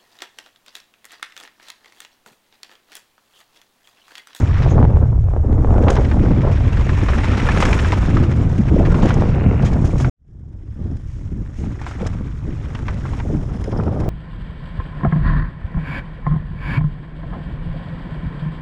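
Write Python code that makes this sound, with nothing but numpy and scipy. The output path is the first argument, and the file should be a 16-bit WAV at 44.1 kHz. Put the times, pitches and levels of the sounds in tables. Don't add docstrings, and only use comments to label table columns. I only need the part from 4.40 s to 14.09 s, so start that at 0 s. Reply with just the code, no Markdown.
import sys
import numpy as np
from scipy import signal
from scipy.fft import rfft, irfft
from scipy.io import wavfile
from scipy.ndimage import uniform_filter1d

SR = 44100
rng = np.random.default_rng(int(sys.argv[2]) if len(sys.argv) > 2 else 0)


def wav_out(sig):
    wavfile.write(sys.argv[1], SR, np.round(np.clip(np.atleast_2d(sig).T, -1, 1) * 32767).astype(np.int16))


N = 427329
TIME = np.arange(N) / SR
STOP_S, RESUME_S = 5.697, 5.765


def amp(db):
    return 10 ** (np.asarray(db) / 20)


def unit_rms(x):
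    return x / np.sqrt(np.mean(x ** 2) + 1e-20)


def unit_peak(x):
    return x / (abs(x).max() + 1e-12)


def add(mix, start_s, sound):
    part = mix[max(round(start_s * SR), 0):][:len(sound)]
    part += sound[:len(part)]


def gains(table):
    times_s, *columns_db = np.transpose(table)
    return [amp(np.interp(TIME, times_s, db)) for db in columns_db]


def ride_gains(tables):
    first, second = tables
    return np.where(TIME < RESUME_S, gains(first), gains(second))


def colour(x, spectrum, size=8192):
    hz, db = np.transpose(spectrum)
    bins_hz = abs(np.fft.fftfreq(size, 1 / SR)) + 1
    log_gain = np.log(amp(np.interp(np.log(bins_hz), np.log(hz), db)))
    response = np.fft.ifft(np.exp(np.conj(signal.hilbert(log_gain)))).real
    return signal.oaconvolve(x, response[:size // 2])[:len(x)]


def wander(rate_hz):
    hz = np.fft.rfftfreq(N, 1 / SR)
    return unit_rms(irfft(rfft(rng.standard_normal(N)) / np.sqrt(1 + (hz / rate_hz) ** 4), N))


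def steady(x, span_s):
    window = signal.windows.hann(int(span_s * SR))
    power = abs(signal.oaconvolve(x ** 2, window / window.sum(), "same"))
    return x / np.sqrt(power + 1e-12)


# t/s, rumble/dB, buffet/dB
HELMET_FLOW = [
    [(0.0, -14, -24.5), (0.51, -10, -44), (0.76, -12, -34.5), (1.02, -15, -40), (1.23, -11, -27.5),
     (1.93, -15.5, -24), (2.14, -12.5, -27), (3.15, -16, -22), (3.45, -15, -24.5), (4.1, -15, -25),
     (4.24, -16, -28), (4.41, -14, -26.5), (5.52, -16.5, -24), (5.58, -14.5, -23.5)],
    [(5.9, -41, -53.5), (6.17, -32, -45.5), (6.52, -27, -45.5), (7.56, -28, -36.5), (7.71, -25.5, -43),
     (8.38, -25, -33), (8.49, -22, -32.5), (9.62, -24, -29)],
]
# crest t/s, length/s, buffet/dB, flutter/dB
WIND_GUSTS = [(0.266, 0.082, -24, -26), (0.376, 0.064, -15, -24), (0.443, 0.02, -16.5, -17),
              (0.527, 0.3, -26, -29.5), (0.972, 0.16, -39.5, -35.5), (1.138, 0.15, -22, -30.5),
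              (1.385, 0.17, -20, -23.5), (1.498, 0.045, -23, -18), (1.577, 0.078, -23, -22),
              (1.866, 0.22, -17.5, -30.5), (2.071, 0.064, -29, -23.5), (3.262, 0.17, -22.5, -28),
              (3.773, 0.15, -17, -39), (4.01, 0.058, -20.5, -53), (4.345, 0.086, -17, -36),
              (4.405, 0.028, -13, -29), (4.51, 0.17, -18, -27.5), (4.642, 0.076, -17, -23.5),
              (4.802, 0.13, -19, -27), (5.07, 0.2, -19.5, -29), (5.28, 0.15, -21, -32.5),
              (5.422, 0.061, -20, -48), (6.037, 0.13, -46.5, -68), (6.475, 0.14, -28.5, -46.5),
              (6.823, 0.1, -37.5, -58), (6.971, .1, -28.5, -60), (7.26, 0.095, -26, -43),
              (7.638, 0.062, -25, -34), (7.782, 0.14, -29.5, -44), (8.096, 0.058, -26.5, -48),
              (8.936, 0.075, -21, -40), (9.437, 0.17, -24.5, -28.5), (9.622, 0.13, -25.5, -30.5)]


def airflow(knee_db=-24.5, flutter_offset_db=-8.5, flutter_growth=1.3, gust_squareness=2.6):
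    rumble, buffet = ride_gains(HELMET_FLOW)
    flutter = amp(knee_db + flutter_offset_db) * (buffet / amp(knee_db)) ** flutter_growth
    power = np.array([rumble, buffet, flutter]) ** 2
    for crest_s, length_s, buffet_db, flutter_db in WIND_GUSTS:
        near = abs(TIME - crest_s) < 2 * length_s
        swell = 0.5 ** (abs(2 * (TIME[near] - crest_s) / length_s) ** gust_squareness)
        rumble_db = 0.75 * buffet_db - 3.5
        power[:, near] += np.outer(amp([rumble_db, buffet_db, flutter_db]) ** 2, swell)
    return np.sqrt(power)


def eddies(spectrum, gust, lumpy_db, span_s, speed=1):
    frozen = colour(rng.standard_normal(N) * amp(lumpy_db * gust), spectrum)
    travel_s = np.cumsum(speed * np.ones(N)) / SR
    return steady(np.interp(travel_s, TIME, frozen, period=N / SR), span_s)


# f/Hz, level/dB
RUMBLE_SPECTRUM = [(8, -23.5), (22, 0), (42, -3), (70, 1), (115, -1), (150, -6.5), (200, -30), (320, -47.5),
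                   (700, -81), (3000, -120)]
BUFFET_SPECTRUM = [(70, -19), (130, 1.5), (190, 3.5), (320, -2.5), (430, -13.5), (600, -25), (1200, -43),
                   (3000, -79.5), (8000, -110)]
FLUTTER_SPECTRUM = [(200, -25.5), (380, 3), (500, 2.5), (750, -4), (1000, -9), (1500, -18), (2200, -33.5),
                    (4000, -52.5), (9000, -80)]
# t/s, frequency factor
RUMBLE_SPEED = [(0, 0.89), (.45, 1.11), (.9, 0.9), (2.3, 0.95), (3.5, 0.84), (3.9, 1.1), (5.6, 1.11),
                (5.9, 0.95), (9.69, 1.05)]


def wind():
    rumble, buffet, flutter = airflow()
    speed = np.interp(TIME, *np.transpose(RUMBLE_SPEED))
    gust = wander(rate_hz=45)
    burst = unit_rms(gust + 1.1 * wander(rate_hz=140))
    return (rumble * eddies(RUMBLE_SPECTRUM, gust, lumpy_db=0.57, span_s=0.3, speed=speed)
            + buffet * eddies(BUFFET_SPECTRUM, gust, lumpy_db=3, span_s=0.26)
            + flutter * eddies(FLUTTER_SPECTRUM, burst, lumpy_db=4.5, span_s=0.21))


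# f/Hz, level/dB
POP_SPECTRUM = [(100, -7), (350, 9.5), (800, 8.5), (1400, -4.5), (2300, -19.5), (4000, -38), (9000, -54),
                (16000, -84)]
# t/s, peak/dB, time stretch (1 pops, 3 thumps)
EDDY_POPS = [(0.263, -10, 1), (0.367, -8.5, 2.6), (0.381, -6, 1), (0.393, -8, 2.7), (0.428, -8.5, .8),
             (0.4435, -8.5, 1.1), (0.4515, -9.5, .9), (0.571, -12, .9), (0.886, -19, 1.1),
             (0.937, -15, 1.1), (0.964, -12, 1.2), (1.247, -8, 1), (1.307, -8.5, 1), (1.343, -11, 1.1),
             (1.383, -7.5, 1), (1.415, -8, 2.7), (1.436, -10.5, 1), (1.744, -14, 1), (1.914, -14, 1.3),
             (2.051, -11.5, 1.2), (4.399, -11, 1.2), (4.822, -6, 1), (5.063, -8, 2.5), (5.198, -15, 1)]


def pops(sputter_db=2, rate_hz=45):
    flutter = airflow()[-1]
    spikes = (rng.random(N) < rate_hz / SR) * rng.standard_normal(N) * flutter * amp(sputter_db)
    pulse = unit_peak(colour(signal.unit_impulse(1024), POP_SPECTRUM))
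    out = signal.oaconvolve(spikes, pulse)[:N]
    steps = np.arange(len(pulse))
    for (start_s, db, stretch), sign in zip(EDDY_POPS, rng.choice([-1, 1], len(EDDY_POPS))):
        add(out, start_s, sign * amp(db) * np.interp(steps / stretch, steps, pulse))
    return out


def grains(load, density, spread_db, lo_hz, hi_hz, cycles, sizes=36):
    out, t = np.zeros(N), np.arange(800) / SR
    for hz in np.geomspace(lo_hz, hi_hz, sizes):
        struck = rng.random(N) < density / sizes / SR * np.sqrt(hz / lo_hz)
        chance = rng.uniform(-1, 1, N)[struck]
        clicks = np.zeros(N)
        clicks[struck] = np.sign(chance) * amp(spread_db * np.minimum(-np.log(abs(chance)), 5))
        ring = hz * np.exp(-t * hz / cycles) * np.cos(2 * np.pi * hz * t)
        out += signal.oaconvolve(clicks, ring)[:N]
    return unit_rms(out * load)


# t/s, crunch/dB, hiss/dB
TYRE_LOAD = [
    [(0.0, -39, -49.5), (0.13, -36, -60), (0.25, -32.5, -56), (0.34, -42.5, -62.5), (0.76, -57, -67),
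     (1.05, -58, -66), (1.53, -40.5, -54), (2.01, -39, -60), (2.7, -34, -49), (2.94, -28.5, -49.5),
     (3.31, -29.5, -42), (3.76, -34.5, -53.5), (4.08, -42, -56.5), (4.37, -41.5, -57), (4.65, -31, -49.5),
     (5.01, -43, -62.5), (5.55, -44.5, -54.5)],
    [(5.9, -78, -85), (6.44, -58, -72), (6.69, -59.5, -70), (7.13, -54.5, -65.5), (7.37, -46, -61),
     (7.62, -41, -58), (7.84, -48.5, -64.5), (8.02, -50.5, -64), (8.3, -44.5, -61), (8.51, -44, -60),
     (8.74, -43, -57.5), (8.88, -50.5, -58.5), (9.11, -48.5, -63.5), (9.62, -51, -72)],
]
# f/Hz, level/dB
GRAVEL_SPECTRUM = [(150, -25.5), (500, -3.5), (900, 1.5), (1250, 1.5), (1750, -3), (2250, -6),
                   (2700, -10.5), (3500, -12), (4500, -18.5), (5500, -16.5), (6700, -24), (11000, -60)]
GRIT_SPECTRUM = [(1500, -20.5), (3500, -1), (4500, -14.5), (5500, 4), (5950, -1), (6550, 3), (8000, -4.5),
                 (10000, -13.5), (11300, -25), (15000, -26)]


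def tyres():
    crunch_gain, hiss_gain = ride_gains(TYRE_LOAD)
    bite = wander(rate_hz=28)
    load = amp(1.8 * bite)
    gravel = grains(amp(2 * bite), density=3200, spread_db=3, lo_hz=550, hi_hz=5800, cycles=3.5)
    pebbles = grains(load, density=170, spread_db=1.8, lo_hz=900, hi_hz=3000, cycles=1.1, sizes=12)
    clinks = grains(load, density=40, spread_db=1.8, lo_hz=1400, hi_hz=2700, cycles=10, sizes=16)
    grit = grains(amp(2.2 * bite), density=4500, spread_db=3, lo_hz=3000, hi_hz=15000, cycles=3)
    rush = rng.standard_normal(N) * load
    stones = 0.8 * gravel + 0.6 * pebbles + 0.31 * clinks + 0.66 * rush
    crunch = steady(colour(stones, GRAVEL_SPECTRUM), span_s=0.3)
    hiss = steady(colour(grit + 0.37 * rng.standard_normal(N), GRIT_SPECTRUM), span_s=0.16)
    return crunch_gain * crunch + hiss_gain * hiss


def contacts(length_s, rise, chatter_db, size=6000):
    age = np.arange(size) / SR / length_s
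    chatter = unit_rms(uniform_filter1d(rng.standard_normal(size), size=50))
    envelope = (1 - np.exp(-age / rise)) * np.exp(-age ** 2)
    return rng.standard_normal(size) * amp(chatter_db * chatter) * envelope


# t/s, peak/dB, f/Hz, length/s
STONE_CRACKS = [(0.22, -25, 2300, 0.0075), (1.645, -22.5, 2080, 0.0089), (1.849, -29, 1880, .014),
                (2.366, -20.5, 1700, 0.016), (2.488, -18.5, 1630, 0.013), (2.732, -16.5, 1500, 0.0054),
                (2.833, -21, 1302, 0.0099), (3.172, -13, 1610, 0.0052), (3.3285, -12, 2400, 0.0043),
                (3.3876, -15, 2000, 0.012), (3.5207, -11, 1980, 0.0027), (4.283, -24.5, 1570, 0.013),
                (4.4495, -18, 1687, 0.018), (7.06, -41, 1900, 0.0027), (8.3485, -25.5, 2320, 0.0069),
                (8.481, -26, 1900, 0.0032), (8.543, -34, 2800, 0.0016), (8.65, -25, 1200, .014),
                (8.788, -33, 2200, 0.0082)]
# multiple of f, level/dB
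CRACK_SPECTRUM = [(.25, -21), (.55, -0.5), (1, 4), (1.6, -6.5), (3, -19.5), (6, -52)]


def cracks():
    out = np.zeros(N)
    for start_s, db, hz, length_s in STONE_CRACKS:
        spectrum = [(hz * ratio, level_db) for ratio, level_db in CRACK_SPECTRUM]
        crack = colour(contacts(length_s, rise=0.18, chatter_db=2), spectrum)
        add(out, start_s, amp(db) * unit_peak(crack))
    return out


# crest t/s, length/s, f/Hz, level/dB
BRAKE_SQUEAKS = [(0.315, 0.021, 6480, -43.5), (9.325, 0.0087, 5200, -51), (9.377, 0.0074, 5200, -50)]


def brake(fuzz_hz=380):
    out = np.zeros(N)
    for crest_s, length_s, hz, db in BRAKE_SQUEAKS:
        swell = 1 / (1 + ((TIME - crest_s) / length_s) ** 2) ** 1.7
        out += amp(db) * swell * unit_rms(wander(fuzz_hz) * np.sin(2 * np.pi * hz * TIME))
    return out


# crest t/s, level/dB, f/Hz
VORTEX_BLASTS = [(0.356, -18, 400), (0.389, -16.5, 700), (1.488, -17, 800), (4.201, -10.5, 229),
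                 (4.328, -17, 290), (4.366, -16, 330), (4.41, -17, 560), (4.652, -10.5, 310),
                 (7.63, -23, 480), (8.856, -26.5, 560), (8.906, -25, 400), (8.933, -21.5, 360),
                 (9.282, -21.5, 483), (9.331, -27, 500), (9.401, -26.5, 850)]


def blasts(turns=6, unsteady=0.3):
    out = np.zeros(N)
    wavering_s = np.cumsum(1 + unsteady * wander(rate_hz=201.4)) / SR
    for crest_s, db, hz in VORTEX_BLASTS:
        offset = (TIME - crest_s) * hz / turns
        near = abs(offset) < 2
        tone = np.sqrt(2) * np.sin(2 * np.pi * hz * wavering_s[near])
        out[near] += amp(db) * np.exp(-(2 * offset[near]) ** 2) * tone
    return out


# t/s, peak/dB, treble/dB, length/s
CHAIN_SLAPS = [(1.129, -30.5, -17, 0.0011), (1.38, -29, -23, .002), (1.439, -30, -17, .003),
               (1.48, -28, -17, 0.022), (1.502, -15.5, -4.5, 0.0064), (1.512, -27, -11, .035),
               (1.552, -25, -11, 0.0098), (1.6, -29.5, -13, .035), (2.113, -27.5, -12, 0.022),
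               (3.251, -16, -9, .008), (4.178, -30.5, -10, 0.0089), (4.656, -27, -7, 0.0061),
               (4.7405, -29, 11, 0.0054), (5.222, -28.5, -15, .014), (5.244, -22.5, -11, 0.041),
               (5.328, -28, -10, .013), (5.444, -25.5, -4, 0.034), (5.579, -30.5, -5, 0.017),
               (5.596, -27, -5, .035), (6.566, -43, -4, .009), (7.414, -43, 0, 0.0063),
               (7.665, -23, -6.5, 0.01), (9.24, -28, -8, 0.0054), (9.314, -32.5, -18, 0.011),
               (9.435, -30.5, -16, 0.0057), (9.6, -34.5, -9, 0.011)]
# f/Hz, level/dB
SLAP_SPECTRUM = [(200, -28), (900, -4.5), (1700, 2), (2700, -5.5), (4500, -7), (6400, 0.5), (8000, -9.5),
                 (10000, -20), (11500, -32.5), (15000, -34.5)]
# f/Hz, level/dB, t60/s
FRAME_MODES = [(1180, 5, 0.061), (1686, -2.5, 0.04), (2590, -10, 0.03), (3400, -6, .03), (5200, 1, 0.055),
               (5570, -2, .04), (6660, -3, 0.03), (7000, -5, 0.044), (7900, -9.5, .04), (9400, -11, 0.043)]


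def chain(ring_gain=0.37, detune=0.017):
    out = np.zeros(N)
    for start_s, db, treble_db, length_s in CHAIN_SLAPS:
        slap = contacts(length_s, rise=0.14, chatter_db=-2)
        t = np.arange(len(slap)) / SR
        modes = np.zeros(len(t))
        for hz, mode_db, t60_s in FRAME_MODES:
            detuned_hz = hz * (1 + detune * rng.standard_normal())
            modes += amp(mode_db - 60 * t / t60_s) * np.sin(2 * np.pi * detuned_hz * t)
        ring = unit_rms(signal.oaconvolve(slap, modes)[:len(t)])
        clack = unit_rms(colour(slap, SLAP_SPECTRUM)) + ring_gain * ring
        add(out, start_s, amp(db) * unit_peak(colour(clack, [(3000, 0), (6000, treble_db)])))
    return out


# t/s, level before filter/dB, f/Hz, ring/cycles
STONE_KNOCKS = [(1.4827, -13, 990, 3.2), (1.5662, -16, 970, 2), (1.714, -21, 920, 2.3),
                (2.6858, -16.5, 1320, 1.6), (2.7857, -17, 1276, 2.4), (3.0883, -13, 1730, 11),
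                (3.204, -17, 1150, 2.5), (3.225, -6, 1000, 2.3), (3.2537, -12, 1710, 7.8),
                (3.3291, -14, 2366, 7), (3.4467, -19, 1610, 5.4), (3.526, -14.5, 966, 5.2),
                (3.769, -17, 1290, 3.7), (4.5437, -19.5, 1076, 1.88), (4.706, -14, 1440, 3.9),
                (5.6015, -22, 1210, 2.3), (5.646, -19.5, 1460, 3), (7.4152, -27.5, 910, 2.6),
                (7.4655, -22, 1240, 2.23), (7.5125, -27, 1054, 2), (8.351, -29, 920.7, 3.3),
                (8.4825, -22, 1180, 2.9), (8.734, -26.5, 1030, 3.5), (8.8, -23, 950, 4.2)]


def knocks(overtone_ratio=1.3, overtone_cycles=2, scuff_gain=0.62, scuff_t60_s=0.067):
    out, t = np.zeros(N), np.arange(4000) / SR
    for start_s, db, hz, cycles in STONE_KNOCKS:
        modes = (hz, cycles), (hz * overtone_ratio, overtone_cycles)
        knock = sum(np.exp(-t * f / ring) * np.sin(2 * np.pi * f * t) for f, ring in modes)
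        scuff = unit_rms(colour(rng.standard_normal(len(t)), GRAVEL_SPECTRUM))
        scuff *= amp(-60 * t / scuff_t60_s)
        add(out, start_s, amp(db) * unit_peak(knock + scuff_gain * scuff))
    return colour(out, [(2500, 4.5), (4500, -1.5), (7000, -2), (12000, -33)])


def scrub(crest_s=3.04, length_s=1.5, level_db=-39, band_hz=(1700, 2700)):
    rub = rng.standard_normal(N) * amp(2 * wander(rate_hz=33))
    band = signal.butter(2, band_hz, "band", fs=SR)
    swell = np.exp(-(2 * (TIME - crest_s) / length_s) ** 2)
    return amp(level_db) * swell * unit_rms(signal.lfilter(*band, rub))


# t/s, level/dB, length/s
GRIT_SPRAYS = [(3.199, -29, 0.047), (4.687, -36.5, 0.015), (6.653, -60, 0.32), (7.153, -52.5, 0.17),
               (7.455, -47, 0.091), (8.64, -60, 0.44)]
# f/Hz, level/dB
SPRAY_SPECTRUM = [(800, -18), (2000, 5), (4400, -8.5), (6500, -4), (9500, -19.5), (11500, -34.5),
                  (15000, -33.5)]


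def sprays():
    envelope = np.zeros(N)
    for start_s, db, length_s in GRIT_SPRAYS:
        progress = np.linspace(0, 1, int(length_s * SR))
        add(envelope, start_s, amp(db) * np.sin(np.pi * np.sqrt(progress)))
    grit = grains(1, density=6300, spread_db=3, lo_hz=1300, hi_hz=14000, cycles=2.4, sizes=16)
    return envelope * unit_rms(colour(grit, SPRAY_SPECTRUM))


# f/Hz, level/dB
KNOB_SPECTRUM = [(500, -11), (1200, 8), (2000, 9.5), (2800, 8), (3400, -23), (6000, -39)]


def knob_buzz(crest_s=5.06, length_s=0.48, tick_hz=130, level_db=-41):
    phase = np.cumsum(tick_hz * (1 + 0.5 * wander(rate_hz=90))) / SR
    ticks = np.exp(-(phase % 1) / 0.2) * rng.standard_normal(N) * amp(3 * wander(rate_hz=90))
    swell = np.exp(-(2 * (TIME - crest_s) / length_s) ** 4)
    return amp(level_db) * swell * unit_rms(colour(ticks, KNOB_SPECTRUM))


# t/s, level/dB
FREEWHEEL_LEVEL = [(5.9, -81), (6.2, -73.5), (6.55, -63), (7.1, -83), (8.1, -85), (8.4, -66), (9.1, -56),
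                   (9.66, -56.5)]
# f/Hz, width/Hz, level/dB
HUB_RESONANCES = [(1720, 290, 6.5), (3180, 550, 1.5), (5103, 640, 1), (9100, 900, -9.5)]


def freewheel(tick_hz=115, jitter=0.064, uneven_db=3):
    phase = np.cumsum(tick_hz * (1 + jitter * wander(rate_hz=1.9))) / SR
    ticks = np.exp(-(phase % 1) / 1.2) * rng.standard_normal(N) * amp(uneven_db * wander(rate_hz=38))
    ring = sum(amp(db) * unit_rms(signal.lfilter(*signal.iirpeak(hz, hz / width_hz, SR), ticks))
               for hz, width_hz, db in HUB_RESONANCES)
    (gain,) = gains(FREEWHEEL_LEVEL)
    return (TIME > RESUME_S) * gain * unit_rms(colour(ring, [(9500, 12), (12000, -14)]))


def scene():
    fade_in = np.clip((TIME - RESUME_S) / 0.14, 0, 1) ** 1.64
    riding = uniform_filter1d((TIME < STOP_S) + fade_in, size=40)
    air = wind() + pops() + blasts()
    ground = tyres() + cracks() + knocks() + scrub() + sprays() + knob_buzz()
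    bike = brake() + chain() + freewheel()
    return (riding * (air + ground + bike))[None]


def record(dry, ceiling=0.95, cutoff_hz=15700):
    rounded = dry / (1 + abs(dry / ceiling) ** 8) ** (1 / 8)
    lowpass = signal.firwin(511, cutoff_hz, window=("kaiser", 9), fs=SR)
    return signal.oaconvolve(rounded, lowpass[None], "same")


dry = scene()
out = record(dry)
wav_out(out)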